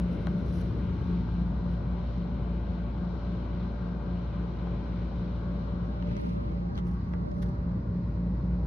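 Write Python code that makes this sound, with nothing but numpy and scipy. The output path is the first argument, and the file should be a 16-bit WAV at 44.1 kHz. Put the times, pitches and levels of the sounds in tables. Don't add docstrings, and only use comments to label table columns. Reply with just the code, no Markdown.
import sys
import numpy as np
from scipy import signal
from scipy.fft import rfft, irfft, next_fast_len
from scipy.io import wavfile

SR = 44100
rng = np.random.default_rng(int(sys.argv[2]) if len(sys.argv) > 2 else 0)


def waveform_to_disk(signal):
    frames = np.transpose(np.atleast_2d(signal))
    scaled = np.clip(frames, -1, 1) * 32767
    samples = np.round(scaled).astype(np.int16)
    wavfile.write(sys.argv[1], SR, samples)


N = 381906
T = np.arange(N) / SR
SIZE = next_fast_len(N, True)
FREQ = np.maximum(np.fft.rfftfreq(SIZE, 1 / SR), 1)

# (time [s], gust [dB], room boom [dB])
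GUSTS = [(.2, 3.5, -1.5), (.8, 3.5, 2), (1.5, -0.5, -1.5), (4.1, 0.5, -5), (5.7, 0.5, -3), (6.8, 0, -1.6),
         (8.66, -0.5, -0.5)]
# (time [s], wash gain [dB], low rush gain [dB])
SWING = [(5.6, 0.5, 0), (6.02, 0.5, -0.5), (6.11, -0.5, 1.5), (6.19, 0.5, 4), (6.25, 2, 5), (6.325, -1, 1),
         (6.39, 4, 2.5), (6.55, 2.5, 1.5), (6.64, 1, -3), (6.77, 3.5, 1), (6.83, -1, 1.5), (6.9, 2, -1),
         (7.02, 0, -1), (7.08, -1, -0.5), (7.3, 1, 2), (7.55, 1, 1), (7.8, 0.5, 1)]


def undb(db):
    return np.exp(np.asarray(db) * (np.log(10) / 20))


def curves(table):
    time_s, *columns = np.transpose(table)
    return [np.interp(T, time_s, column) for column in columns]


def colour(points):
    hz, db = np.transpose(points)
    return undb(np.interp(np.log(FREQ), np.log(hz), db, left=-200, right=-200))


def resonance(hz, width_hz, freq=FREQ):
    return 1 / (1 + 1j * (freq / hz - hz / freq) * hz / width_hz)


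def shape(x, response):
    return irfft(rfft(x, SIZE) * response, SIZE)[..., :N]


def unit(x):
    return x / np.sqrt(np.mean(x ** 2))


def noise():
    return rng.standard_normal((2, N))


def walk(rate_hz):
    knots, coarse_s = rng.standard_normal(1024), T[::64]
    step, part = np.divmod(coarse_s * rate_hz, 1)
    k = step.astype(int) % (len(knots) - 1)
    rise = np.sin(np.pi / 2 * part) ** 2
    return np.interp(T, coarse_s, knots[k] + (knots[k + 1] - knots[k]) * rise)


def ears(pair, likeness, pan_db):
    c = np.clip(likeness, -1, 1)
    mid = pair[0] * np.sqrt((1 + c) / 2)
    side = pair[1] * np.sqrt((1 - c) / 2)
    lean = undb(pan_db)
    return np.array([lean * (mid + side), mid - side]) * np.sqrt(2 / (1 + lean ** 2))


def drops(per_s, spread_db):
    hit = rng.random((2, N)) < per_s / SR
    size = undb(spread_db * np.minimum(rng.exponential(size=(2, N)), 5))
    return unit(hit * size * rng.standard_normal((2, N)))


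def sheets(x, points, flicker_db, rate_hz, count=5):
    edges = np.log([points[0][0], points[-1][0]])
    place = np.interp(np.log(FREQ), edges, [0, count - 1])
    spectrum = rfft(x, SIZE) * colour(points) * np.sqrt(SR / 2)
    out = 0
    for k in range(count):
        band = irfft(spectrum * np.maximum(1 - abs(place - k), 0), SIZE)[..., :N]
        out = out + band * undb(flicker_db * walk(rate_hz))
    return out


def pose():
    # (time [s], share [0-1])
    turning = [(5.7, 0.02), (6.2, 0.4), (6.8, 1), (7.5, 1)]
    # (time [s], share [0-1])
    straddling = [(.3, 0.08), (5.4, 0.21), (5.9, 0.5), (6.2, 1), (6.4, 0.94), (6.6, .74), (6.78, .9),
                  (7.0, .48), (7.3, 1), (7.65, .5), (8, .27), (8.66, .33)]
    return np.clip(curves(turning)[0], 0, 1), np.clip(curves(straddling)[0], 0, 1)


def alike():
    open_likeness, node_likeness = 0.36, -0.87
    return open_likeness + (node_likeness - open_likeness) * pose()[1]


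def rain():
    # (frequency [Hz], facing ahead [dB per Hz], turned [dB per Hz])
    wash_spectrum = [(403, -90.5, -99.5), (555, -75.5, -69.5), (715, -79.5, -78.5), (870, -78.5, -77.5),
                     (1110, -82.5, -80), (1230, -83.5, -85.5), (1586, -85, -87), (1678, -93, -90),
                     (1960, -115, -102)]
    # (frequency [Hz], facing ahead [dB per Hz], turned [dB per Hz])
    hiss_spectrum = [(1360, -110, -110), (1800, -95.5, -102), (1870, -93, -92.5), (2350, -91.5, -99),
                     (2600, -96.5, -102), (3060, -93.5, -103.5), (3350, -97, -105.5), (4100, -94, -100.5),
                     (4580, -102, -104), (5550, -105, -108), (6500, -114, -117), (7040, -124, -126),
                     (11200, -130, -130), (15100, -139, -139)]
    turn, straddle = pose()
    likeness = alike()
    gust_db = curves(GUSTS)[0]
    wash_db = -0.5 - 4.5 * turn + 6 * straddle + 0.38 * gust_db + curves(SWING)[0]
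    pan_db = 7 - 3 * turn - 5.5 * straddle
    hiss_db = -0.86 + 2.5 * straddle ** 4 + 0.51 * gust_db
    far = sill(unit(noise() + undb(-4.5) * drops(per_s=1500, spread_db=3.5)), echo_db=-10)
    near = sill(unit(noise() + undb(-7.5) * drops(per_s=2000, spread_db=2.5)), echo_db=-14.5)
    wash = window(far, wash_spectrum, flicker_db=1.0, rate_hz=8.6)
    wash = ears(wash, likeness, pan_db) * undb(wash_db)
    hiss = window(near, hiss_spectrum, flicker_db=1.27, rate_hz=8) * undb(hiss_db)
    body = shape(hiss, 1 / (1 + (FREQ / 4400) ** 8))
    body_pair = ears(body, 0.75 * likeness + 0.25, pan_db=0.0)
    top_pair = ears(hiss - body, 0.58 * likeness - 0.3, pan_db=1.0)
    return wash + body_pair + top_pair


def window(x, table, flicker_db, rate_hz):
    hz, ahead_db, turned_db = np.transpose(table)
    turn = pose()[0]
    ahead = sheets(x, np.column_stack([hz, ahead_db]), flicker_db, rate_hz)
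    turned = sheets(x, np.column_stack([hz, turned_db]), flicker_db, rate_hz)
    return (1 - turn) * ahead + turn * turned


def sill(x, echo_db, count=4):
    sample = np.arange(N)
    turn, straddle = pose()
    travel = turn + 0.13 * walk(1.8)
    echo = undb(echo_db + 7.5 * straddle)
    out = x.copy()
    for side in range(len(x)):
        for near, heading in rng.random((count, 2)):
            lag_s = 0.003 + 0.007 * near + 0.0018 * np.cos(2 * np.pi * heading) * travel
            delayed = np.interp(sample - lag_s * SR, sample, x[side])
            out[side] += echo / np.sqrt(count) * delayed
    return unit(out / np.sqrt(1 + echo ** 2))


def wind():
    # (frequency [Hz], level [dB per Hz])
    rush_spectrum = [(20, -34.5), (33, -26.5), (41, -23.5), (49, -12.5), (70, -8), (185, -14.5), (220, -18),
                     (340, -23.5), (385, -27.5), (460, -27.5), (520, -35), (700, -47.5)]
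    gust_db, boom_db = curves(GUSTS)
    turn, straddle = pose()
    air = sheets(noise(), rush_spectrum, flicker_db=0.7, rate_hz=4.0)
    deep = shape(air, 1 / (1 + (FREQ / 270) ** 4))
    low = ears(deep, 1.05 + 0.16 * alike(), pan_db=3.5 - 2.2 * turn) * undb(-46.0 + boom_db)
    rush_db = -44 + gust_db - 2.5 * turn + 1.5 * straddle ** 3 + curves(SWING)[1]
    rush = ears(air - deep, 0.84 - 1.6 * straddle ** 6, pan_db=5.0 - 8.4 * turn)
    return low + rush * undb(rush_db)


def hollow(x, table, low_hz, high_hz, count=6):
    width_octaves = 0.18
    centre_hz, depth_db = curves(table)
    octaves, step = np.linspace(np.log2(low_hz), np.log2(high_hz), count, retstep=True)
    spectrum, out = rfft(x, SIZE), x
    for octave in octaves:
        weight = np.maximum(1 - abs(np.log2(FREQ) - octave) / step, 0)
        band = irfft(spectrum * weight, SIZE)[..., :N]
        nearness = np.exp(-0.5 * ((np.log2(centre_hz) - octave) / width_octaves) ** 2)
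        out = out + band * (undb(depth_db * nearness) - 1)
    return out


def compressor():
    # (multiple of shaft rate, rounded in use, mean level [dB], left lean before scaling [dB])
    hum = [(2.01, -44.5, -2), (4, -53, 2.5), (8, -65.5, 7), (9, -62, 15), (11, -74.5, 7), (12, -70.5, 12.5),
           (14, -72.5, -2), (15, -72.5, 6), (16, -67.5, 9), (18, -74.5, 2.5), (19, -66.5, 10),
           (20, -77, 15.5), (24, -79.5, 14.5), (25, -78.5, 9.5), (33, -76.5, 2.5), (42, -83.5, 0.5)]
    # (multiple of mains, level [dB], left lean before scaling [dB])
    buzz = [(4, -53.5, 5), (6, -61.5, 3.5)]
    # (time [s], level [dB])
    whine = [(0.1, -51), (0.45, -52.5), (0.75, -54), (1.3, -63.5), (1.55, -55), (5.8, -53.5), (6.25, -51),
             (7.0, -69.5), (7.38, -51.5), (7.62, -54.5), (7.77, -59.5), (8.1, -57), (8.6, -57)]
    # (time [s], shaft note level [dB], third multiple level [dB])
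    nodes = [(.3, -35, -34.5), (.8, -39, -40.5), (1.2, -31.5, -34), (2, -33, -40), (3, -35, -39.5),
             (5.6, -34.5, -40), (6.8, -36, -37.5), (7.9, -37.5, -38), (8.4, -32.5, -36.5)]
    shaft_hz, mains_hz, throb_peak_s = 58.15, 59.978, 0.048
    note_db, throb_db = curves(nodes)
    whine_db, = curves(whine)
    turn, straddle = pose()
    shaft = shaft_hz * (T - throb_peak_s) + 0.001 * walk(3)
    mains = mains_hz * (T - throb_peak_s)
    shadow_db = -2.5 * turn + 3.9 * straddle
    out = 0
    for k, db, pan_db in hum:
        turns = round(k) * shaft + rng.random()
        waver_db = min(k / 10, 1) * 2.2 * walk(1.8) + min(k / 20, 1) * 2.0 * walk(11)
        out = out + tone(turns, db + waver_db + k / 20 * shadow_db, pan_db, turn, straddle)
    for k, db, pan_db in buzz:
        out = out + tone(round(k) * mains + rng.random(), db, pan_db, turn, straddle)
    out = out + tone(shaft + rng.random(), note_db, 0.3, turn, straddle)
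    third, pull = 3 * shaft, 2 * mains + shaft
    out = out + tone(third, throb_db, 3.5, turn, straddle)
    out = out + tone(pull, throb_db - 1.0, 2.5, turn, straddle)
    return out + tone(10 * shaft, whine_db, 13.0, turn, 0.65 * straddle ** 4)


def tone(turns, db, pan_db, turn, straddle, lead_cycles=0.029):
    opposed_hz = 486
    hz = (turns[-1] - turns[0]) / T[-1]
    opposition = np.sin(np.pi / 2 * straddle) ** 2 * min(hz / opposed_hz, 1) ** 3
    lead_cycles = lead_cycles + 0.5 * opposition
    lean = undb(pan_db * (0.5 - 0.48 * turn - 0.34 * straddle))
    left = lean * np.cos(2 * np.pi * (turns + lead_cycles))
    right = np.cos(2 * np.pi * turns)
    return np.array([left, right]) * 2 * undb(db) / np.sqrt(1 + lean ** 2)


def ticks(size=8192):
    # (time [s], strength [dB], brightness [dB per octave], scrape sigma [s],
    # snap over scrape [dB], ring of the spot touched [Hz], ring strength [dB],
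    # recess echo before its lowpass [dB], left-right likeness [-1..1], left minus right [dB])
    slips = [(.270, -23.5, -2.5, 0.00071, 4.5, 3450, 10, -8, .6, 10),
             (.271, -22.5, -10, .0014, 2, 1140, -4, 7.5, 0.55, 8),
             (6.025, -29.5, -2, .0012, 2.5, 2750, 26, -9, -0.35, 2),
             (6.167, -24, -3, 0.0013, -5, 5300, 1, -10, -0.25, 2),
             (6.216, -46, 9, .003, -12, 11500, 12, -10, .6, 1),
             (6.294, -34, 1, .003, -10, 3500, 3, -8, -.3, 0),
             (6.755, -32.5, 1, 0.0048, -11, 4600, 14, -5, -.4, 0),
             (6.783, -19.5, -0.5, 0.011, -18, 3070, 1, -13, -0.45, 1),
             (7.092, -48, 5, .0015, -11, 7000, 1, -5, 0, -1),
             (7.137, -22, -8, 0.0021, 1, 2650, 3, 2, -0.14, 3),
             (7.316, -38.5, 3.5, 0.0016, -2.5, 5000, -1, -2, 0, 0),
             (7.369, -39, -2, .002, -6, 2100, 4, -4, 0, 0),
             (7.428, -24, 2, 0.0067, -17, 11000, 3, -1, 0, 0),
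             (7.46, -36, 1, .004, -10, 4000, 6, -2, -0.046, -1),
             (7.49, -48, 9, .001, -4, 9600, 3, -2, 0, -4)]
    # (frequency [Hz], width before squaring [Hz], level [dB])
    modes = [(1050, 850, -7.5), (1600, 790, -2), (2090, 360, -2), (3370, 1800, -7), (6040, 1900, -17.5),
             (8000, 2000, -30.5), (10230, 5100, -27)]
    recess_t60_s, recess_hz = 0.075, 1820
    out = np.zeros((2, N + size))
    t, middle = np.arange(size) / SR, size // 2
    freq = np.maximum(np.fft.rfftfreq(size, 1 / SR), 1)
    case = 0
    for k, (hz, width_hz, db) in enumerate(modes):
        case = case + undb(db) * resonance(hz, width_hz, freq) ** 2 * (-1) ** k
    for s, db, bright_db, sigma_s, snap_db, spot_hz, spot_db, echo_db, likeness, pan_db in slips:
        scrape, tail = rng.standard_normal((2, 2, size))
        knots_s = t[::48]
        catches = undb(5.5 * np.interp(t, knots_s, rng.standard_normal(len(knots_s))))
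        burst = np.exp(-0.5 * ((t - t[middle]) / sigma_s) ** 2)
        force = unit(scrape * catches * burst) / np.sqrt(size)
        force[0, middle] += undb(snap_db)
        ring = case * undb(bright_db * np.log2(np.clip(freq, 500, 7000) / 1000))
        ring = ring * (1 + undb(spot_db) * resonance(spot_hz, 0.15 * spot_hz, freq))
        ring = ring / np.sqrt(np.mean(abs(ring) ** 2))
        tail = unit(tail * np.exp(-np.log(1000) * t / recess_t60_s)) / np.sqrt(size)
        recess = 1 + undb(echo_db) * rfft(tail) / (1 + (freq / recess_hz) ** 4)
        sound = irfft(rfft(force) * ring * recess)
        start = int(s * SR) - middle
        out[:, start:start + size] += undb(db) * ears(sound, likeness, pan_db)
    return out[:, :N]


def rubs():
    # (time [s], swell sigma [s], skin hiss level [dB], dry scrape level [dB])
    strokes = [(0.133, 0.021, -76.5, -73), (0.225, .22, -77, -71), (0.583, 0.06, -66, -69),
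               (.83, .03, -85, -80), (1.001, 0.47, -84, -79), (1.72, 0.028, -80, -76),
               (5.86, 0.019, -78.5, -76), (6.105, 0.065, -81.5, -59.5), (6.283, 0.075, -74.5, -61.5),
               (6.487, 0.048, -84, -70), (6.679, 0.22, -86, -78), (6.86, 0.014, -82, -78),
               (6.912, 0.024, -73.5, -70), (7.17, 0.087, -86, -80.5), (7.437, .08, -76.5, -76)]
    # (frequency [Hz], level [dB per Hz])
    skin_colour = [(1500, -8.5), (3500, 1), (6000, 4), (7800, -23), (9500, 0), (12000, -5.5), (14000, -28)]
    # (frequency [Hz], level [dB per Hz])
    scrape_colour = [(1400, -9), (2050, 3), (2700, 0.5), (4200, -10), (6000, -20.5), (7500, -30.5),
                     (9000, -38.5)]
    catches_per_s, catch_spread_db, catch_s, smooth_share = 350, 1.8, 0.003, 0.55
    skin = scrape = 0
    for s, sigma_s, skin_db, scrape_db in strokes:
        swell = np.exp(-0.5 * ((T - s) / sigma_s) ** 2)
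        skin = skin + swell * undb(skin_db)
        scrape = scrape + swell * undb(scrape_db)
    impacts = drops(catches_per_s, catch_spread_db)[0] ** 2 + 1e-18
    catches = signal.lfilter([1], [1, -np.exp(-2 / (catch_s * SR))], impacts)
    grain = np.sqrt(smooth_share + (1 - smooth_share) * catches / np.mean(catches))
    grain = grain * undb(2.4 * walk(41))
    skin_noise = unit(shape(noise() * grain, colour(skin_colour)))
    scrape_noise = unit(shape(noise() * grain, colour(scrape_colour)))
    skin_pair = ears(skin * skin_noise, likeness=0.79, pan_db=-0.5)
    return skin_pair + ears(scrape * scrape_noise, likeness=-0.24, pan_db=-0.5)


def fan():
    # (frequency [Hz], width before broadening [Hz], level before boom gain [dB])
    modes = [(65.06, 2.5, -43), (87.5, 3.6, -48.5), (108.6, 7.3, -47), (134.9, 11, -44.5),
             (151.8, 8.7, -49), (199.3, 5.5, -43.5)]
    power = 0
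    for hz, width_hz, db in modes:
        mode = unit(abs(resonance(hz, 1.72 * width_hz)) ** 2)
        power = power + (undb(db) * mode) ** 2
    boom = shape(noise(), np.sqrt(power))
    return ears(boom, 1.1 + 0.092 * alike(), pan_db=1.0) * undb(curves(GUSTS)[1])


def scene():
    # (time [s], centre [Hz], gain [dB])
    lower_band = [(.35, 970, -3), (.7, 785, -6.5), (1.05, 680, -9), (1.35, 474, -5.5), (1.8, 377, 0),
                  (5.9, 853, -1.5), (6.2, 724, -2), (6.5, 694, -7), (6.75, 650, 2), (6.95, 610, -10),
                  (7.2, 428, 0), (7.45, 420, 0), (7.8, 740, -3), (8.66, 760, -2.5)]
    # (time [s], centre [Hz], gain [dB])
    upper_band = [(5.95, 1750, 0), (6.2, 1650, -1.5), (6.4, 1580, -4), (6.65, 1500, -3), (6.8, 1150, 2.5),
                  (7.0, 1200, 3.5), (7.4, 1150, 2.5), (7.8, 1300, 1)]
    storm = hollow(rain() + wind(), lower_band, low_hz=300, high_hz=1090)
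    storm = hollow(storm, upper_band, low_hz=1050, high_hz=1900, count=5)
    return storm + fan() + compressor() + ticks() + rubs()


def record(dry):
    return signal.sosfilt(signal.ellip(8, 0.1, 80, 15700, fs=SR, output="sos"), dry)


dry = scene()
out = record(dry)
waveform_to_disk(out)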